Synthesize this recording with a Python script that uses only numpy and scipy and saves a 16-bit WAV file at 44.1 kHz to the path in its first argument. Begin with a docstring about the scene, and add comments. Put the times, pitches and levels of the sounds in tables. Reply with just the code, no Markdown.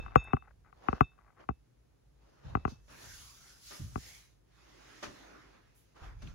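"""A knocked microphone stand in a treatment room

The microphone sits on a light metal stand that is handled, then rocks as someone steps past.
Blows run up its tube as knocks, bounces and pings, and its clamp ticks under the fingers.
Further off, feet thud, clothes swish and a gloved hand strokes along a thigh.
A leg slides up over the sheet of a padded table, is caught with a pat and set down."""
import sys
import numpy as np
from scipy import signal
from scipy.fft import rfft, irfft
from scipy.io import wavfile
from scipy.ndimage import uniform_filter1d

SR = 44100
rng = np.random.default_rng(int(sys.argv[2]) if len(sys.argv) > 2 else 0)


def wav_out(sig):
    """Save sig, one row per channel (or a flat mono array), as 16-bit PCM at SR to the path in sys.argv[1]."""
    wavfile.write(sys.argv[1], SR, np.round(np.clip(np.atleast_2d(sig).T, -1, 1) * 32767).astype(np.int16))


N = 279618
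TIME, HZ = np.arange(N) / SR, np.fft.rfftfreq(N, 1 / SR)


def amp(db):
    """Turns decibels into a gain to multiply by."""
    return 10 ** (np.asarray(db) / 20)


def curve(points):
    """Joins (frequency, value) points with straight lines on a pitch scale."""
    hz, value = np.transpose(points)
    return np.interp(np.log(HZ + 1), np.log(hz + 1), value)


def bump(hz, centre_hz, octaves):
    """A bell-shaped hill around one pitch."""
    return np.exp(-.5 * (np.log2((hz + 1) / centre_hz) / octaves) ** 2)


def add(mix, start, sound):
    """Mixes in a stereo sound; it may already be under way at time zero."""
    at = round(start * SR)
    sound = sound[:, max(-at, 0):]
    part = mix[:, max(at, 0):][:, :sound.shape[1]]
    part += sound[:, :part.shape[1]]


def flutter(rate_hz):
    """A smooth random wobble with a typical size of 1."""
    slow = irfft(rfft(rng.standard_normal(N)) * np.exp(-(HZ / rate_hz) ** 2), N)
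    return slow / slow.std()


def burst(start, rise, fade):
    """A quick swell that dies away."""
    t = np.maximum(TIME - start, 0)
    return (1 - np.exp(-t / rise)) * np.exp(-t / fade)


def swells(rows, shape=1.5):
    """Movements swell and fade: one gain curve per dB column. Shape 1 is pointed, 2 is rounded."""
    power = 0
    for peak, swell, fade, *db in rows:
        away = np.maximum((peak - TIME) / swell, (TIME - peak) / fade)
        power = power + (amp(db)[:, None] * np.exp(-np.minimum(away, 10) ** shape)) ** 2
    return np.sqrt(power)


# how alike left and right are, before the treble is shifted (frequency [Hz], likeness [-1 to 1])
STEREO_LIKENESS = [(40, 0.79), (130, 0.64), (650, -0.45), (1400, 0.44), (3000, 0.032), (5500, -0.041),
                   (8500, 1)]
def noise(colour):
    """Stereo noise of a given tone colour, alike in the bass and out of step in the treble."""
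    left, other = rfft(rng.standard_normal((2, N)))
    same = np.clip(curve(STEREO_LIKENESS), -1, 1)
    treble_shift = np.exp(2j * np.pi * np.maximum(HZ - 5700, 0) / 5200)
    right = treble_shift * (same * left + np.sqrt(1 - same ** 2) * other)
    x = irfft(np.array([left, right]) * colour, N)
    return x / x.mean(0).std()


# tone of the room's air (frequency [Hz], level [dB])
AIR_COLOUR = [(130, -0.5), (200, -15), (400, -18), (1000, -30.5), (2900, -38.5), (6500, -40), (15000, -48)]
def air(level_db=-72.5, low_cut_hz=160):
    """The steady, low hush of the room."""
    return noise(amp(curve(AIR_COLOUR)) * HZ ** 2 / (HZ ** 2 + low_cut_hz ** 2)) * amp(level_db)


# low thuds: rumble of the handled stand, then footfalls and shifting weight
# (time [s], level [dB], fade [s], boom pitch [Hz])
LOW_THUDS = [(0, -48.5, 0.24, 61), (2.441, -45, 0.15, 70.3), (2.72, -31.5, 0.0069, 98.5),
             (3.049, -55, 0.17, 51), (3.795, -43.5, 0.041, 113.7), (3.814, -44.5, 0.11, 71.6),
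             (6.016, -50.5, 0.97, 52.8), (6.229, -40.5, 0.047, 101)]
def low_thuds(shudder_db=-68.5, boost_db=2):
    """The handled stand rumbles, then steps and shifting weight boom, over the floor's steady shudder."""
    out = noise(bump(HZ, 54, 0.18) + 0.19 * bump(HZ, 110, 0.29)) * amp(shudder_db)
    for start, db, fade, hz in LOW_THUDS:
        out += amp(db + boost_db) * noise(bump(HZ, hz, 0.75)) * burst(start, 0.0058, fade)
    return out


def wall_echoes(x, fade_s=0.067, size=16384):
    """The near walls send back scattered echoes that fall 60 dB in fade_s."""
    t = np.arange(size) / SR
    echoes = rng.standard_normal((2, size)) * (rng.random((2, size)) < .06)
    echoes *= (t > .005) * 1000 ** (-t / fade_s)
    return signal.fftconvolve(x.mean(0)[None], echoes / np.linalg.norm(echoes[0]), axes=1)[:, :N]


def patchy(x, size=512):
    """The tone of a rub keeps shifting as different patches of the surfaces meet."""
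    spectra = signal.stft(x, nperseg=size)[2]
    patches = uniform_filter1d(rng.standard_normal(spectra.shape[1:]), size=5, axis=0)  # across pitch
    patches = uniform_filter1d(patches, size=14, axis=1)  # across time
    return signal.istft(spectra * amp(2.1 * patches / patches.std() - .45), nperseg=size)[1][:, :N]


def rub(effort, colour, drag_db, hiss_db, rough_db, right_db, split_hz=2500):
    """Countless tiny slips: pressure gives a dull drag, speed a hiss, and the contact is uneven."""
    pressure, speed = effort
    treble = 1 / (1 + (split_hz / (HZ + 1)) ** 6)
    tone = amp(curve(colour)) * HZ / (HZ + 80)
    drag = noise(tone * np.sqrt(1 - treble)) * pressure * amp(drag_db)
    hiss = noise(tone * np.sqrt(treble)) * speed * amp(hiss_db)
    balance_db = right_db * np.array([[-.5], [.5]])
    return patchy(drag + hiss) * amp(rough_db * (flutter(32) + flutter(500)) + balance_db)


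def cupped_hand(x, hz, width_hz):
    """The air under a cupped hand rings at a pitch that may glide."""
    spin = np.exp(2j * np.pi * np.cumsum(hz * np.ones(N)) / SR)
    feedback = np.exp(-np.pi * width_hz / SR)
    return 2 * (spin * signal.lfilter([1 - feedback], [1, -feedback], x / spin)).real


# tone of rubbing cloth (frequency [Hz], level [dB])
CLOTH_COLOUR = [(100, -3), (320, 3.5), (600, 2.5), (1400, -4), (2400, -12), (4000, -9), (6400, -11),
                (7800, -23.5), (15500, -30.5)]
# swishes of clothing (peak time [s], swell [s], fade [s], drag [dB], hiss [dB])
SWISHES = [(0, .05, 0.2, -63.5, -79.5), (.915, 0.095, 0.083, -58.5, -70.5),
           (1.41, 0.023, 0.033, -63.5, -83.5), (2.3, 0.1, 0.42, -73.5, -81.5),
           (2.48, 0.047, 0.12, -61, -73.5), (2.695, 0.021, 0.054, -66, -64.5)]
def clothes():
    """Clothes rub and swish with each movement."""
    return rub(swells(SWISHES), CLOTH_COLOUR, drag_db=2.5, hiss_db=0.5, rough_db=1.1, right_db=0)


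# tone of the sheet, shared by the shin and the pats (frequency [Hz], level [dB])
SHEET_COLOUR = [(90, -5.5), (200, -1.5), (320, 3), (480, -4), (610, -4.5), (800, -5.5), (1400, -4.5),
                (2400, -8), (4500, -11), (6400, -11), (7800, -21), (15500, -30.5)]
# the leg's slide (time [s], drag [dB], hiss [dB])
LEG_SLIDE = [(4.46, -88, -90), (4.582, -70.5, -72.5), (4.97, -62, -63.5), (5.122, -62, -63),
             (5.346, -60.5, -70.5), (5.626, -72, -79.5), (5.94, -86.5, -81)]
def sheet():
    """The leg drags over the sheet in one long rub."""
    times, *columns = np.transpose(LEG_SLIDE)
    levels_db = [np.interp(TIME, times, db, left=-140, right=-140) for db in columns]
    effort = uniform_filter1d(amp(levels_db), size=200)
    return rub(effort, SHEET_COLOUR, drag_db=1.0, hiss_db=-0.5, rough_db=0.14, right_db=2.0)


# hands passing along the shin (peak time [s], swell [s], fade [s], drag [dB], hiss [dB])
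SHIN_PASSES = [(5.967, 0.017, 0.059, -61.5, -74.5), (6.045, 0.048, 0.076, -55, -69.5),
               (6.28, 0.079, 0.061, -63.5, -69.5)]
def shin(palm_db=4):
    """Cupped hands brush along the shin with a round, breathy sound."""
    rubbing = rub(swells(SHIN_PASSES), SHEET_COLOUR,
                  drag_db=-6.5, hiss_db=2.0, rough_db=-0.2, right_db=1.5, split_hz=2050)
    return rubbing + amp(palm_db) * cupped_hand(rubbing, hz=930, width_hz=750)


def glove_whisper(start=5.745, db=-60, fade=0.041, hz=10000):
    """Glove brushes against glove with a short, thin hiss."""
    return noise(bump(HZ, hz, 0.75)) * amp(db) * burst(start, fade, fade)


# snaps of the clamp and the rubber gloves (time [s], level [dB], fade [s], pitch [Hz])
SNAPS = [(0.241, -59, 0.0037, 8950), (6.273, -47, 0.0019, 2720)]
def snaps():
    """Each snap is a thin, sharp burst that is over at once."""
    return sum(noise(bump(HZ, hz, 0.32)) * amp(db) * burst(start, 0.00059, fade)
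               for start, db, fade, hz in SNAPS)


# tones of the cupped palm in a pat (pitch [Hz], boost [dB])
CUP_TONES = [(590, 12), (1200, 4.9), (1780, 4.3)]
# hands landing on the leg (time [s], level [dB], fade [s], dull above [Hz])
PATS = [(2.878, -62.5, 0.046, 6000), (3.706, -51.5, 0.065, 3510), (5.026, -38.5, 0.028, 6960),
        (6.218, -51.5, 0.015, 16100)]
def pats(room_db=-5, room_fade_s=0.056, room_hz=350, low_cut_hz=400):
    """A puff of air squeezed from under the cupped palm, then the room's duller answer."""
    out = np.zeros((2, N))
    colour = amp(curve(SHEET_COLOUR) + sum(db * bump(HZ, hz, 0.06) for hz, db in CUP_TONES))
    for start, db, fade, dull_hz in PATS:
        tone = colour / np.hypot(1, HZ / dull_hz)
        answer = noise(tone / np.hypot(1, HZ / room_hz)) * burst(start, 0.032, room_fade_s)
        puff = noise(tone * HZ / np.hypot(HZ, low_cut_hz)) * burst(start, 0.0043, fade)
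        out += amp(db) * (puff + amp(room_db) * answer)
    return out


# tone of the rubbing glove (frequency [Hz], level [dB])
GLOVE_COLOUR = [(120, 9.5), (400, 2), (700, 2), (1500, -0.5), (2600, -3.5), (6400, 1), (8000, -5),
                (11500, -8.5), (15500, -13.5)]
# the hollow under the moving palm (time [s], pitch [Hz], strength [dB])
PALM_HOLLOW = [(3.03, 1654, -32), (3.11, 1700, 13), (3.22, 1160, 7), (3.33, 1090, 11.5), (3.459, 1490, 6.5),
               (3.658, 1403, 5), (3.93, 1150, 8), (4.018, 1925, 5.5), (4.15, 2210, 10.5)]
# strokes along the thigh (peak time [s], swell [s], fade [s], drag [dB], hiss [dB])
THIGH_STROKES = [(2.91, 0.017, 0.18, -50, -68), (3.045, 0.069, 0.041, -48.5, -60),
                 (3.16, 0.16, 0.24, -61, -58), (3.5, 0.12, 0.1, -59.5, -65),
                 (3.71, 0.079, 0.15, -63.5, -55), (4.08, 0.15, 0.13, -56.5, -58.5)]
def glove():
    """The glove rubs along the thigh, coloured by the changing hollow of the palm."""
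    rubbing = rub(swells(THIGH_STROKES), GLOVE_COLOUR,
                  drag_db=-9.0, hiss_db=1.0, rough_db=0.47, right_db=0.9)
    times, hz, db = np.transpose(PALM_HOLLOW)
    hollow = cupped_hand(rubbing, np.interp(TIME, times, hz), width_hz=260)
    return rubbing + amp(np.interp(TIME, times, db)) * hollow


# short-lived tones of the stand and its clamp (pitch [Hz], width [Hz], left [dB], right [dB])
STAND_TONES = [(78, 70, 19, 23.5), (133.5, 220, 19.5, 16.5), (259, 160, 17, 15.5), (413, 130, 16, 13),
               (777, 160, 25, 17), (1142, 260, 24.5, 9.1), (1314, 110, 21.5, -0.64), (1497, 269, 15.5, -4),
               (2010, 151, 10, -15.5), (2483, 540, 4, -12.5), (2964, 210, -3.5, -16.5)]
def stand_colour(hz, low_cut_hz=52.0, high_cut_hz=4000):
    """How strongly the stand shakes each side of the microphone at each frequency."""
    power = sum((amp([[left], [right]]) / (1 + (2 * (hz - pitch) / width) ** 2)) ** 2
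                for pitch, width, left, right in STAND_TONES)
    low_cut = (hz + 1) ** 3 / np.hypot((hz + 1) ** 3, low_cut_hz ** 3)
    return np.sqrt(power) * low_cut / np.hypot(1, (hz / high_cut_hz) ** 4)


# fingers shifting their grip (peak time [s], swell [s], fade [s], level [dB])
GRIPS = [(0, .04, 0.041, -58.5), (.17, 0.073, 0.082, -58.5), (.29, 0.049, 0.034, -52),
         (.488, 0.041, 0.021, -63), (.662, 0.017, 0.034, -66), (.975, 0.022, 0.0088, -54.5),
         (1.27, 0.17, 0.067, -69), (1.405, 0.031, 0.015, -61)]
def fingers(rough_db=4, catches_per_s=45):
    """Skin sticks and slips on the clamp, shaking the stand; now and then it catches harder."""
    catches = rng.choice([-1, 1], N) * (rng.random(N) < catches_per_s / SR)
    slips = rng.standard_normal(N) * amp(rough_db * flutter(110)) + 22.44 * catches
    soft_skin = 1 / np.hypot(1, (HZ / 2150) ** 7)
    shaking = irfft(rfft(slips) * np.sqrt(stand_colour(HZ)) * HZ / (HZ + 1500) * soft_skin, N)
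    return shaking / shaking.mean(0).std() * swells(GRIPS)


def blow(thud_db, body_db, body_hz, crack_db, bend, rebound, right_lag_s=0.00047, size=32768):
    """A blow runs up the stand as a bending wave, treble first; the bass comes back from the foot."""
    hz = np.fft.rfftfreq(size, 1 / SR)
    colour = amp(thud_db / (1 + (hz / 680) ** 4) + body_db * bump(hz, body_hz, 0.19))
    crack = amp(crack_db) * bump(hz, 9000, 1.3)
    # fold the response forward in time, so nothing rings before the blow
    cepstrum = irfft(np.log(np.hypot(stand_colour(hz) * colour, crack) + 0.00045))
    cepstrum[:, 1:size // 2] *= 2
    cepstrum[:, size // 2 + 1:] = 0
    impact = np.exp(rfft(cepstrum))
    travel = np.exp(-4j * np.pi * bend * np.sqrt(hz))  # delay = bend / sqrt(Hz)
    stereo_lag = np.exp(-2j * np.pi * hz * np.array([[0], [right_lag_s]]))
    foot_echo = rebound * np.exp(-4j * np.pi * .13 * np.sqrt(hz)) / np.hypot(1, hz / 370)
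    fade = np.exp(-(np.arange(size) / SR / .15) ** 4)
    return irfft(impact * travel * stereo_lag * (1 + foot_echo)) * fade


# light ticks of the clamp under the fingers (time [s], level [dB])
CLAMP_TICKS = [(0.06, -36.5), (0.079, -43), (0.118, -46), (0.366, -33), (0.421, -47.5), (0.725, -48),
               (1.186, -54), (1.437, -52.5), (2.6765, -37.5)]
def ticks(boost_db=16, early_s=0.00099):
    """The clamp ticks: tiny blows with little bass and a sharp edge."""
    out = np.zeros((2, N))
    tick = blow(thud_db=-10.5, body_db=1.5, body_hz=700, crack_db=-31.5, bend=0.15, rebound=.3)
    for start, db in CLAMP_TICKS:
        add(out, start - early_s, amp(db + boost_db) * tick)
    return out


# blows on the stand (time [s], strength [dB], low thud [dB], hollow body [dB], body pitch [Hz],
# bend [s x sqrt(Hz)], echo from the foot [share], bounce after [s, 0 = none],
# time for the ring to fall 60 dB [s], ring level [dB])
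KNOCKS = [(-.034, 8, -8.5, 31, 526, .12, .15, .016, .3, -39.5),
          (0.1551, 8, -1.5, 14, 501, 0.11, 0.5, 0.0061, .68, -41),
          (0.3311, -4.5, 9, 1, 766, 0.11, 0.27, .0074, 0.17, -59.5),
          (0.8834, -1.4, -0.7, 6.5, 347, .1, 0.21, 0.0035, .32, -54.5),
          (0.927, -10, 4.5, 11, 510, 0.093, 0.12, 0.0046, 0.15, -76),
          (1.0064, 5, 1.9, -4, 585, 0.093, 0.3, .0067, 0.24, -43),
          (1.4872, -10, 6.5, 2.2, 790, .109, .03, .0163, 0.26, -64),
          (2.5505, -3.5, 4, -2.1, 562, 0.075, 0.035, 0.019, 0.61, -66),
          (2.6499, -6, 5, 2.5, 428, 0.093, 0.097, 0.025, 0.47, -64),
          (3.9561, -13.5, 8.7, -2, 764, 0.081, .12, 0.019, .4, -79.5)]
def knocks(bounce_db=-22.5, bounce_thud_db=13.5):
    """Each knock of the stand is followed by a weaker, duller bounce."""
    out = np.zeros((2, N))
    for start, db, thud_db, body_db, body_hz, bend, rebound, bounce_s, *_ in KNOCKS:
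        crack_db = -40.5 + 0.6 * db  # harder blows crack more
        shape = body_db, body_hz, crack_db, bend, rebound
        add(out, start, amp(db) * blow(thud_db, *shape))
        if bounce_s > 0:
            add(out, start + bounce_s, amp(db + bounce_db) * blow(thud_db + bounce_thud_db, *shape))
    return out


# lasting tones of the metal tube (pitch [Hz], level [dB], ring time [times the knock's ring time])
TUBE_TONES = [(2492, -12, .8), (2625, 0, 1), (3634, -16, 1.3), (5286, -33, .9), (6670, -18, .4)]
def pings(waver_db=1.75, free_s=.29):
    """After each knock the tube rings on, wavering a little, until the fingers damp it."""
    out, t = np.zeros((2, N)), np.arange(SR) / SR
    damping = np.exp(-(t / free_s) ** 6)
    for start, *_, ring_s, ring_db in KNOCKS:
        ring = sum(amp(db - 60 * t / (ring_s * share)) * np.sin(2 * np.pi * hz * t)
                   for hz, db, share in TUBE_TONES)
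        add(out, start, amp(ring_db) * ring * damping * amp([[1], [-1]]))  # a little to the left
    return out * amp(waver_db * flutter(60))


def scene():
    """The stand sounds straight into the microphone; everything else is further off."""
    stand = knocks() + ticks() + pings()
    fabric = clothes() + sheet()
    hush = air()
    echoes = amp(-19.5) * wall_echoes(stand)
    hands = fingers() + glove() + shin() + snaps() + glove_whisper() + pats()
    return hush + low_thuds() + echoes + fabric + hands + stand


def record(dry, top_hz=15800):
    """Cuts off the very highest treble."""
    low_pass = signal.firwin(511, top_hz, window=("kaiser", 9), fs=SR)
    return signal.oaconvolve(dry, low_pass[None], "same")


dry = scene()
out = record(dry)
wav_out(out)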